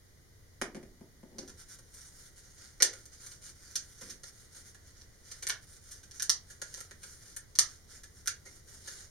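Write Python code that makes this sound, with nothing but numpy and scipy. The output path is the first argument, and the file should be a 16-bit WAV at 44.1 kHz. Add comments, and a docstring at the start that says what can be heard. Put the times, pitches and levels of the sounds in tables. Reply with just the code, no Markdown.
"""Scored plastic sheet flexed by hand

A craft knife is laid on a cutting mat; two hands lift a thin scored plastic sheet and flex it to and fro.
The score crackles and snaps: each crack is a grainy burst of force that rings the plastic and the sheet.
Fingertips slide over the plastic as shaped noise and tiny ticks; knocks ring the modes of a bench.
A small, dry workshop answers with a few hard reflections, over a low rumble and faint hiss."""
import sys
import numpy as np
from scipy import signal
from scipy.fft import rfft, irfft
from scipy.io import wavfile
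from scipy.ndimage import uniform_filter1d

SR = 44100
rng = np.random.default_rng(int(sys.argv[2]) if len(sys.argv) > 2 else 0)


def output_pcm(signal):
    """Save a mono or channel-first signal as 16-bit PCM at the path in sys.argv[1].

    Samples are clipped to [-1, 1] before scaling.
    """
    pcm = np.clip(np.atleast_2d(signal).T, -1, 1) * 32767
    wavfile.write(sys.argv[1], SR, np.round(pcm).astype(np.int16))


N = 401310
TAPS = 4096
HZ = np.fft.rfftfreq(TAPS, 1 / SR)


def amp(db):
    """Decibels to gain."""
    return 10 ** (np.asarray(db) / 20)


def evened(x):
    """Scales to rms 1."""
    return x / np.sqrt(np.mean(x ** 2) + 1e-20)


def read(points, hz):
    """Joins (Hz, value) points on a log-frequency axis."""
    f, value = np.transpose(points)
    return np.interp(np.log(hz + 1), np.log(f + 1), value)


def add(mix, start_s, sound):
    """Mixes a sound in at a time, cut at the end of the mix."""
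    part = mix[:, round(start_s * SR):][:, :sound.shape[-1]]
    part += sound[..., :part.shape[1]]


def coloured(x, spectrum):
    """Gives a long signal a spectrum, at rms 1."""
    gain = amp(read(spectrum, np.fft.rfftfreq(N, 1 / SR)))
    return evened(irfft(rfft(x) * gain, N))


def causal(db):
    """Minimum-phase impulse response: the sharpest start this spectrum allows."""
    log_gain = np.log(amp(np.r_[db, db[-2:0:-1]]))
    return np.fft.ifft(np.exp(np.conj(signal.hilbert(log_gain)))).real


def ring(modes):
    """Impulse response of a few damped modes, alternating in sign."""
    t = np.arange(TAPS) / SR
    response = 0
    for k, (hz, width_hz, db) in enumerate(modes):
        decay = np.exp(-np.pi * width_hz * t)
        response = response + (-1) ** k * amp(db) * width_hz * decay * np.sin(2 * np.pi * hz * t)
    return response


def burst(ms, quick=1.61, grit_db=2.5):
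    """Tiny fractures or slips that build up to a peak at ms / quick, then die; flattened in spectrum."""
    u = quick * np.arange(TAPS) / SR / (max(ms, .05) / 1000)
    grains = rng.standard_normal(TAPS) * amp(grit_db * np.minimum(rng.exponential(1, TAPS), 3))
    force = grains * u * np.exp(-u)
    power = uniform_filter1d(abs(rfft(force)) ** 2, size=30)
    flatten = causal(-10 * np.log10(power + power.mean() / 20))
    return signal.fftconvolve(force, flatten)[:TAPS]


def strike(force, body, db):
    """A force rings a body; db is its energy as an rms level over 20 ms."""
    sound = signal.fftconvolve(force, body)
    return amp(db) * np.sqrt(SR / 50) * sound / np.linalg.norm(sound)


def diffuse(size, apart_hz):
    """Noise from all around at two close microphones: alike in the bass, unrelated in the treble."""
    mid, side = rng.standard_normal((2, size))
    side = signal.lfilter(*signal.butter(1, apart_hz, "high", fs=SR), side)
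    return np.array([mid + side, mid - side]) / np.sqrt(2)


# Rumble spectrum. Each row: frequency in Hz, relative density in dB per Hz.
RUMBLE_SPECTRUM = [(15, -5), (38, 0.5), (51, -9.5), (70, 0), (110, -4.5), (160, -12.5), (260, -19),
                   (450, -19), (800, -30.5), (2000, -34), (8000, -82)]
# Hiss spectrum. Each row: frequency in Hz, relative density in dB per Hz.
HISS_SPECTRUM = [(100, 8), (1000, -11), (1500, -2), (1780, -1), (1970, 7), (2250, -6.5), (3200, -5.5),
                 (6300, 0), (9000, -4), (12000, -7.5), (16000, -12.5)]


def background(rumble_db=-59.5, hiss_db=-65.0, growth_db=1.5):
    """Low rumble of the building, slowly growing, and microphone hiss."""
    growth = amp(rumble_db + growth_db * np.linspace(-.5, .5, N))
    rumble = coloured(diffuse(N, apart_hz=297.0), RUMBLE_SPECTRUM) * growth
    hiss = coloured(rng.standard_normal((2, N)), HISS_SPECTRUM) * amp(hiss_db)
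    return rumble + hiss


# Reflections off the bench, wall and gear.
# Each row: delay left in ms, delay right in ms, left level in dB, right level in dB (re direct sound).
REFLECTIONS = [(.55, 0.37, -4.5, -4.5), (1.7, 1.9, -9, -9), (5.1, 4.7, -7, -6.5), (5.6, 5.7, 1.5, 1),
               (9.0, 6.4, -6, -14.5), (13.6, 11, -19.5, -14), (19.0, 8.3, -21, -25)]
# Decay of the workshop. Each row: frequency in Hz, t60 in seconds.
ROOM_T60 = [(150, 0.58), (500, 0.3), (1700, 0.23), (5500, 0.19), (9000, 0.15), (15000, 0.085)]
# Left minus right. Each row: frequency in Hz, level difference in dB.
LEFT_RIGHT_DB = [(400, -0.5), (1000, 0.5), (1400, -5), (2400, -3.5), (4200, -0.5), (6000, -6.5), (7500, 1),
                 (9500, 3.5), (15000, 7.5)]


def workshop(x, tail_db=0., build_s=0.0061, scatter_ms=0.15):
    """Direct sound, early reflections scattered by uneven surfaces, then a short diffuse tail."""
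    size = SR // 2
    early = np.zeros((2, size))
    early[:, 0] = 1
    smooth = signal.butter(1, 1200, fs=SR)
    for left_ms, right_ms, left_db, right_db in REFLECTIONS:
        for side, (ms, db) in enumerate([(left_ms, left_db), (right_ms, right_db)]):
            # long waves bounce cleanly, short ones are scattered
            scatter = burst(scatter_ms)
            echo = scatter + signal.lfilter(*smooth, signal.unit_impulse(TAPS) - scatter)
            add(early[side:side + 1], ms / 1000, amp(db) * echo)
    hz, t, z = signal.stft(diffuse(size, 1900), SR, nperseg=256)
    decay = np.exp(-np.log(1000) * t / read(ROOM_T60, hz)[:, None])
    tail = signal.istft(z * decay, SR, nperseg=256)[1][:, :size]
    tail *= 1 - np.exp(-np.arange(size) / SR / build_s)
    response = early + amp(tail_db) * tail / np.linalg.norm(tail[0])
    response /= np.sqrt((response ** 2).sum() / 2)
    sides = np.array([causal(sign * read(LEFT_RIGHT_DB, HZ)) for sign in (.5, -.5)])
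    response = signal.fftconvolve(response, sides, axes=1)
    return signal.fftconvolve(x, response, axes=1)[:, :N]


def moving(x, count=3, stay_s=.7):
    """The hands shift about: the sound takes turns through a few variants of the room response."""
    place = np.floor(np.arange(N) / SR / stay_s) % count
    return sum(workshop(x * uniform_filter1d(1. * (place == k), size=400)) for k in range(count))


# Knife and hands touching the bench.
# Each row: start in seconds, thud level in dB, clack level in dB, burst length in ms.
BENCH_KNOCKS = [(0.6143, -38, -33.5, 1.66), (.747, -44, -51, 1.25), (.761, -45.5, -56.5, 2.6),
                (.829, -51, -60, 1.17), (1.008, -51, -68, 2.2), (1.23, -51, -67, 1.4),
                (1.29, -51.5, -70, 81), (1.383, -45, -55, 2.5), (1.412, -49, -62, 15),
                (1.48, -63, -73, 5.3), (4.015, -53.5, -53, 6.9), (4.075, -58.5, -65, 16)]
# Modes of the bench top under the mat. 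Each row: frequency in Hz, width in Hz, relative level in dB.
BENCH_MODES = [(189.4, 68, -4.5), (262, 59, -1.5), (388, 36, 2), (460, 190, -8), (697, 320, -9.5),
               (970, 730, -19.5)]
# Clack spectrum. Each row: frequency in Hz, relative density in dB per Hz.
CLACK_SPECTRUM = [(150, -24), (500, -12), (850, -8.5), (1400, -9.5), (2000, -6.5), (2600, -10.5),
                  (3500, -17), (8000, -25), (16000, -48)]
# Tick spectrum. Each row: frequency in Hz, relative density in dB per Hz.
TICK_SPECTRUM = [(800, -18), (3000, -6), (3700, -6), (4400, 0), (6300, 1), (8500, 0), (10200, -2),
                 (11500, -12), (13500, -22), (16000, -36)]


def knocks(tick_re_clack_db=-5):
    """A blow thuds in the bench modes; the harder the contact, the more it clacks and ticks."""
    out, bench = np.zeros((2, N)), ring(BENCH_MODES)
    clack, tick = causal(read(CLACK_SPECTRUM, HZ)), causal(read(TICK_SPECTRUM, HZ))
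    for start_s, thud_db, clack_db, ms in BENCH_KNOCKS:
        force = burst(ms)
        sound = strike(force, bench, thud_db)
        sound += strike(force, clack, clack_db)
        sound += strike(force, tick, clack_db + tick_re_clack_db)
        add(out, start_s, sound)
    return out


# Strokes of the fingertips over the sheet.
# Each row: middle in seconds, length in seconds, level in dB before layer trim, brightness in dB.
FINGER_STROKES = [(1.608, 0.082, -53.5, -1), (1.72, 0.099, -52, 1), (2.017, .24, -54.5, 4),
                  (2.21, 0.21, -55, 4), (2.386, 0.071, -56.5, 3), (2.488, 0.16, -59, -4),
                  (2.641, .22, -53.5, -9), (2.98, 0.17, -57.5, -1), (3.145, 0.062, -53, -2),
                  (3.276, 0.24, -52, 0), (3.469, 0.12, -50.5, 1.5), (3.72, 0.37, -54.5, -3),
                  (3.91, 0.16, -58.5, 3), (4.071, 0.22, -51, -1), (4.282, 0.068, -50.5, 1),
                  (4.417, 0.22, -59.5, 3), (4.577, 0.14, -53, 1), (4.68, 0.082, -55.5, 4.5),
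                  (4.882, .12, -61.5, -7), (4.993, 0.13, -58.5, -8), (5.333, 0.23, -55, -2),
                  (5.635, 0.047, -56, 2), (5.727, 0.13, -55.5, 5), (5.915, 0.22, -56, 2),
                  (6.17, 0.081, -51, 1), (6.528, 0.13, -57.5, -1), (6.762, 0.31, -54.5, -1),
                  (7.1, 0.23, -55, 5.5), (7.285, 0.25, -56, 0), (7.69, 0.22, -55, -5),
                  (7.944, .15, -52, -2), (8.184, 0.095, -60, 1), (8.546, .13, -57, 2.5),
                  (8.742, 0.19, -54, 1.5), (8.938, 0.31, -48.5, -4)]


def sliding(lift_s=1.38, grip_db=-67.5, skew=0.9, curve=0.92):
    """Gain that follows fingertip speed: one arch per stroke, over the creep of the grip once lifted."""
    t = np.arange(N) / SR
    power = amp(grip_db) ** 2 * (t > lift_s)
    for middle_s, length_s, db, _ in FINGER_STROKES:
        progress = np.clip((t - middle_s) / length_s + .5, 0, 1)
        # skew under 1: the finger breaks loose faster than it comes to rest
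        speed = abs(np.sin(np.pi * progress ** skew))
        power = power + (amp(db) * speed ** curve) ** 2
    return np.sqrt(power)


def brightness(hz, t, bright_hz=7800):
    """Treble gain in dB over frequency and time, gliding from one stroke's middle to the next."""
    middle_s, _, _, bright_db = np.transpose(FINGER_STROKES)
    treble = 1 / (1 + (bright_hz / (hz + 1)) ** 8)
    return np.outer(treble, np.interp(t, middle_s, bright_db))


# Spectrum of skin on plastic. Each row: frequency in Hz, relative density in dB per Hz.
SLIDE_SPECTRUM = [(100, -16), (450, -7.5), (800, -14.5), (1100, -14.5), (1400, -1), (1900, -2.5),
                  (2500, -9.5), (3400, -8), (4400, -3.5), (6300, 3), (8600, 1), (11000, -7.5),
                  (13000, -18.5), (16000, -26)]


def crackle(level_db=-2.5, ticks_per_s=300, spread_db=3.4):
    """Skin catches and slips on the embossed plastic in a stream of tiny ticks."""
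    size = amp(spread_db * np.minimum(rng.exponential(1, N), 3))
    ticks = (rng.random(N) < ticks_per_s / SR) * rng.choice([-1, 1], N) * size
    return coloured(ticks, SLIDE_SPECTRUM) * sliding() * amp(level_db) * np.ones((2, 1))


def rustle(level_db=-1.0, patch_db=2.2, jerk_db=1.2):
    """Friction hiss, its colour wandering in patches as the sheet bends and the fingers move."""
    hz, t, z = signal.stft(diffuse(N, apart_hz=3500.), SR, nperseg=512)
    patches = uniform_filter1d(rng.standard_normal(z.shape[1:]), size=9, axis=0)
    patches = evened(uniform_filter1d(patches, size=14, axis=1))
    jerks = evened(uniform_filter1d(rng.standard_normal(len(t)), size=4))
    wander_db = patch_db * patches + jerk_db * jerks
    sides_db = np.array([[.5], [-.5]]) * read(LEFT_RIGHT_DB, hz)
    colour_db = (read(SLIDE_SPECTRUM, hz) + sides_db)[:, :, None] + wander_db + brightness(hz, t)
    hiss = signal.istft(z * amp(colour_db), SR, nperseg=512)[1][:, :N]
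    return evened(hiss) * sliding() * amp(level_db)


def radiated(x, corner_hz):
    """Air slips round the edge of a small sheet, so it hardly radiates below its modes."""
    return signal.lfilter(*signal.butter(3, corner_hz, "high", fs=SR), x)


# Cracks and scuffs of the sheet. Each row: time in seconds, crack level in dB, flex ring level in dB,
# thump level in dB (all before trims), brightness in dB (re bright_ref_db), burst length in ms.
SHEET_CRACKS = [(1.384, -45, -57.5, -57, -14, 3.4), (1.477, -53.5, -61.5, -66, -7, 3.4),
                (1.495, -55, -62, -63, -5, 2.3), (1.787, -58, -66, -64.5, 0, 3.5),
                (1.942, -54, -70, -70, 2, 3.7), (2.803, -40, -36.5, -46, -19, 4.16),
                (2.823, -20, -30.5, -41, -5, 0.92), (2.931, -49.5, -51, -60, -6, 3.6),
                (3.055, -54, -63.5, -71, 0, 3), (3.264, -50, -58, -80, -1, 2.5),
                (3.313, -53.5, -61, -75, -5, 5.6), (3.7558, -32.5, -46.5, -65, -8, 2.6),
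                (4.012, -50.5, -59, -58.5, -5, 3.1), (4.098, -45, -55.5, -79, -8, 6.8),
                (4.234, -48, -57, -63.5, -8, 4.2), (4.746, -60, -60, -76, -1, 2.3),
                (5.013, -59.5, -65, -85, -15, 1.4), (5.315, -46.5, -54, -66.5, -5.5, 2.66),
                (5.425, -42.5, -47, -58.5, -2, 4.7), (5.4689, -36, -41, -60.5, -3, 1.04),
                (5.488, -39.5, -48, -60, 30, 2.1), (5.4965, -36, -33.5, -67, -10, 1.8),
                (5.912, -48, -57, -75, -3.5, 11), (6.032, -56.5, -61, -77, -5, 4.6),
                (6.111, -53, -64, -80, -9, 1.55), (6.1973, -40.5, -44.5, -75, -11, 2.2),
                (6.2224, -33, -46, -64, -1, 0.92), (6.2955, -24, -40, -58.5, -11, 0.075),
                (6.501, -51.5, -57.5, -69, -2, 9.1), (6.6167, -41, -45, -54, -4.5, 2.1),
                (6.741, -44, -55.5, -65, -6, 1.66), (6.773, -51, -60, -61, 2, 3.3),
                (6.805, -46, -53.5, -64, 1, 1.1), (6.91, -55, -53, -62, -5, 1.6),
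                (7.032, -49.5, -51, -66, -1, 4.5), (7.364, -41.5, -49, -67, 8.5, 3.4),
                (7.5533, -45, -56.5, -82, -10, 2.1), (7.588, -20.5, -33.5, -55.5, -5.5, 0.053),
                (8.034, -52.5, -57, -70, -3, 4.6), (8.259, -51, -54, -74, 2, 1),
                (8.2738, -31, -37, -58.5, -4.5, 1.94), (8.456, -52, -54, -61.5, -7, 15.7),
                (8.875, -45, -50, -61.5, -5, 6.5)]
# Bending modes damped by the hands, before random shifts.
# Each row: frequency in Hz, width in Hz, relative level in dB.
FLEX_MODES = [(1375, 120, -1), (1693, 123, -1.5), (2007, 340, -1), (2037, 1860, -7.5)]
# Thump modes of the sheet. Each row: frequency in Hz, width in Hz, relative level in dB.
THUMP_MODES = [(403, 170, 2), (515, 118, 4), (1040, 230, -6.5)]
# Crack spectrum without the local ring. Each row: frequency in Hz, relative density in dB per Hz.
CRACK_SPECTRUM = [(200, -39.5), (1000, -18), (2400, -16), (3300, -10.5), (3800, -9), (4400, -3), (5200, -5),
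                  (6600, -4.5), (8600, 2), (10500, -5.5), (13000, -14), (16000, -37)]


def cracks(crack_trim_db=2.5, flex_trim_db=0., thump_trim_db=1.0, lead=.3,
           ring_hz=6290, ring_db=11.0, ring_width_hz=820.0, ring_rise_per_decade=0.022,
           ring_drop_hz_per_db=37, bright_ref_db=-4.5, bright_hz=7300.0):
    """Each crack rings the stiff plastic near the score, and the jolt sets the whole sheet flexing."""
    out = np.zeros((2, N))
    treble = 1 / (1 + (bright_hz / (HZ + 1)) ** 8)
    thump = radiated(ring(THUMP_MODES), corner_hz=307)
    for time_s, crack_db, flex_db, thump_db, bright_db, ms in SHEET_CRACKS:
        force = burst(ms)
        # lower for a clean, short snap than for a ragged one, and lower for a dull crack
        hz = ring_hz * (1 + ring_rise_per_decade * np.log10(ms))
        hz -= ring_drop_hz_per_db * max(bright_ref_db - bright_db, 0)
        local = ring_db / (1 + ((HZ - hz) / ring_width_hz) ** 2)
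        colour = read(CRACK_SPECTRUM, HZ) + local + (bright_db - bright_ref_db) * treble
        # the grip and the bend shift the modes and their strengths from crack to crack
        modes = [(f * rng.normal(1, .025), width_hz, db + rng.normal(0, 2.5))
                 for f, width_hz, db in FLEX_MODES]
        flex = radiated(ring(modes), corner_hz=846.0)
        sound = strike(force, causal(colour), crack_db + crack_trim_db)
        sound += strike(force, flex, flex_db + flex_trim_db)
        sound += strike(force, thump, thump_db + thump_trim_db)
        # a longer slip starts earlier and builds up to its peak
        add(out, time_s - lead * ms / 1000, sound)
    return out


def scene():
    """Sheet, hands and knife in the workshop."""
    return moving(cracks() + knocks() + crackle()) + rustle() + background()


# Narrow dips in the response. Each row: centre in Hz, width of a single pass in Hz.
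DIPS = [(2620, 226), (7750, 624)]


def record(dry, edge_hz=16300):
    """Two narrow, deep notches, each passed twice, then the band limit."""
    for hz, width_hz in DIPS:
        notch = signal.iirnotch(hz, hz / width_hz, SR)
        dry = signal.lfilter(*notch, signal.lfilter(*notch, dry))
    lowpass = signal.firwin(255, edge_hz, window=("kaiser", 9), fs=SR)
    return signal.oaconvolve(dry, lowpass[None], "same")


dry = scene()
out = record(dry)
output_pcm(out)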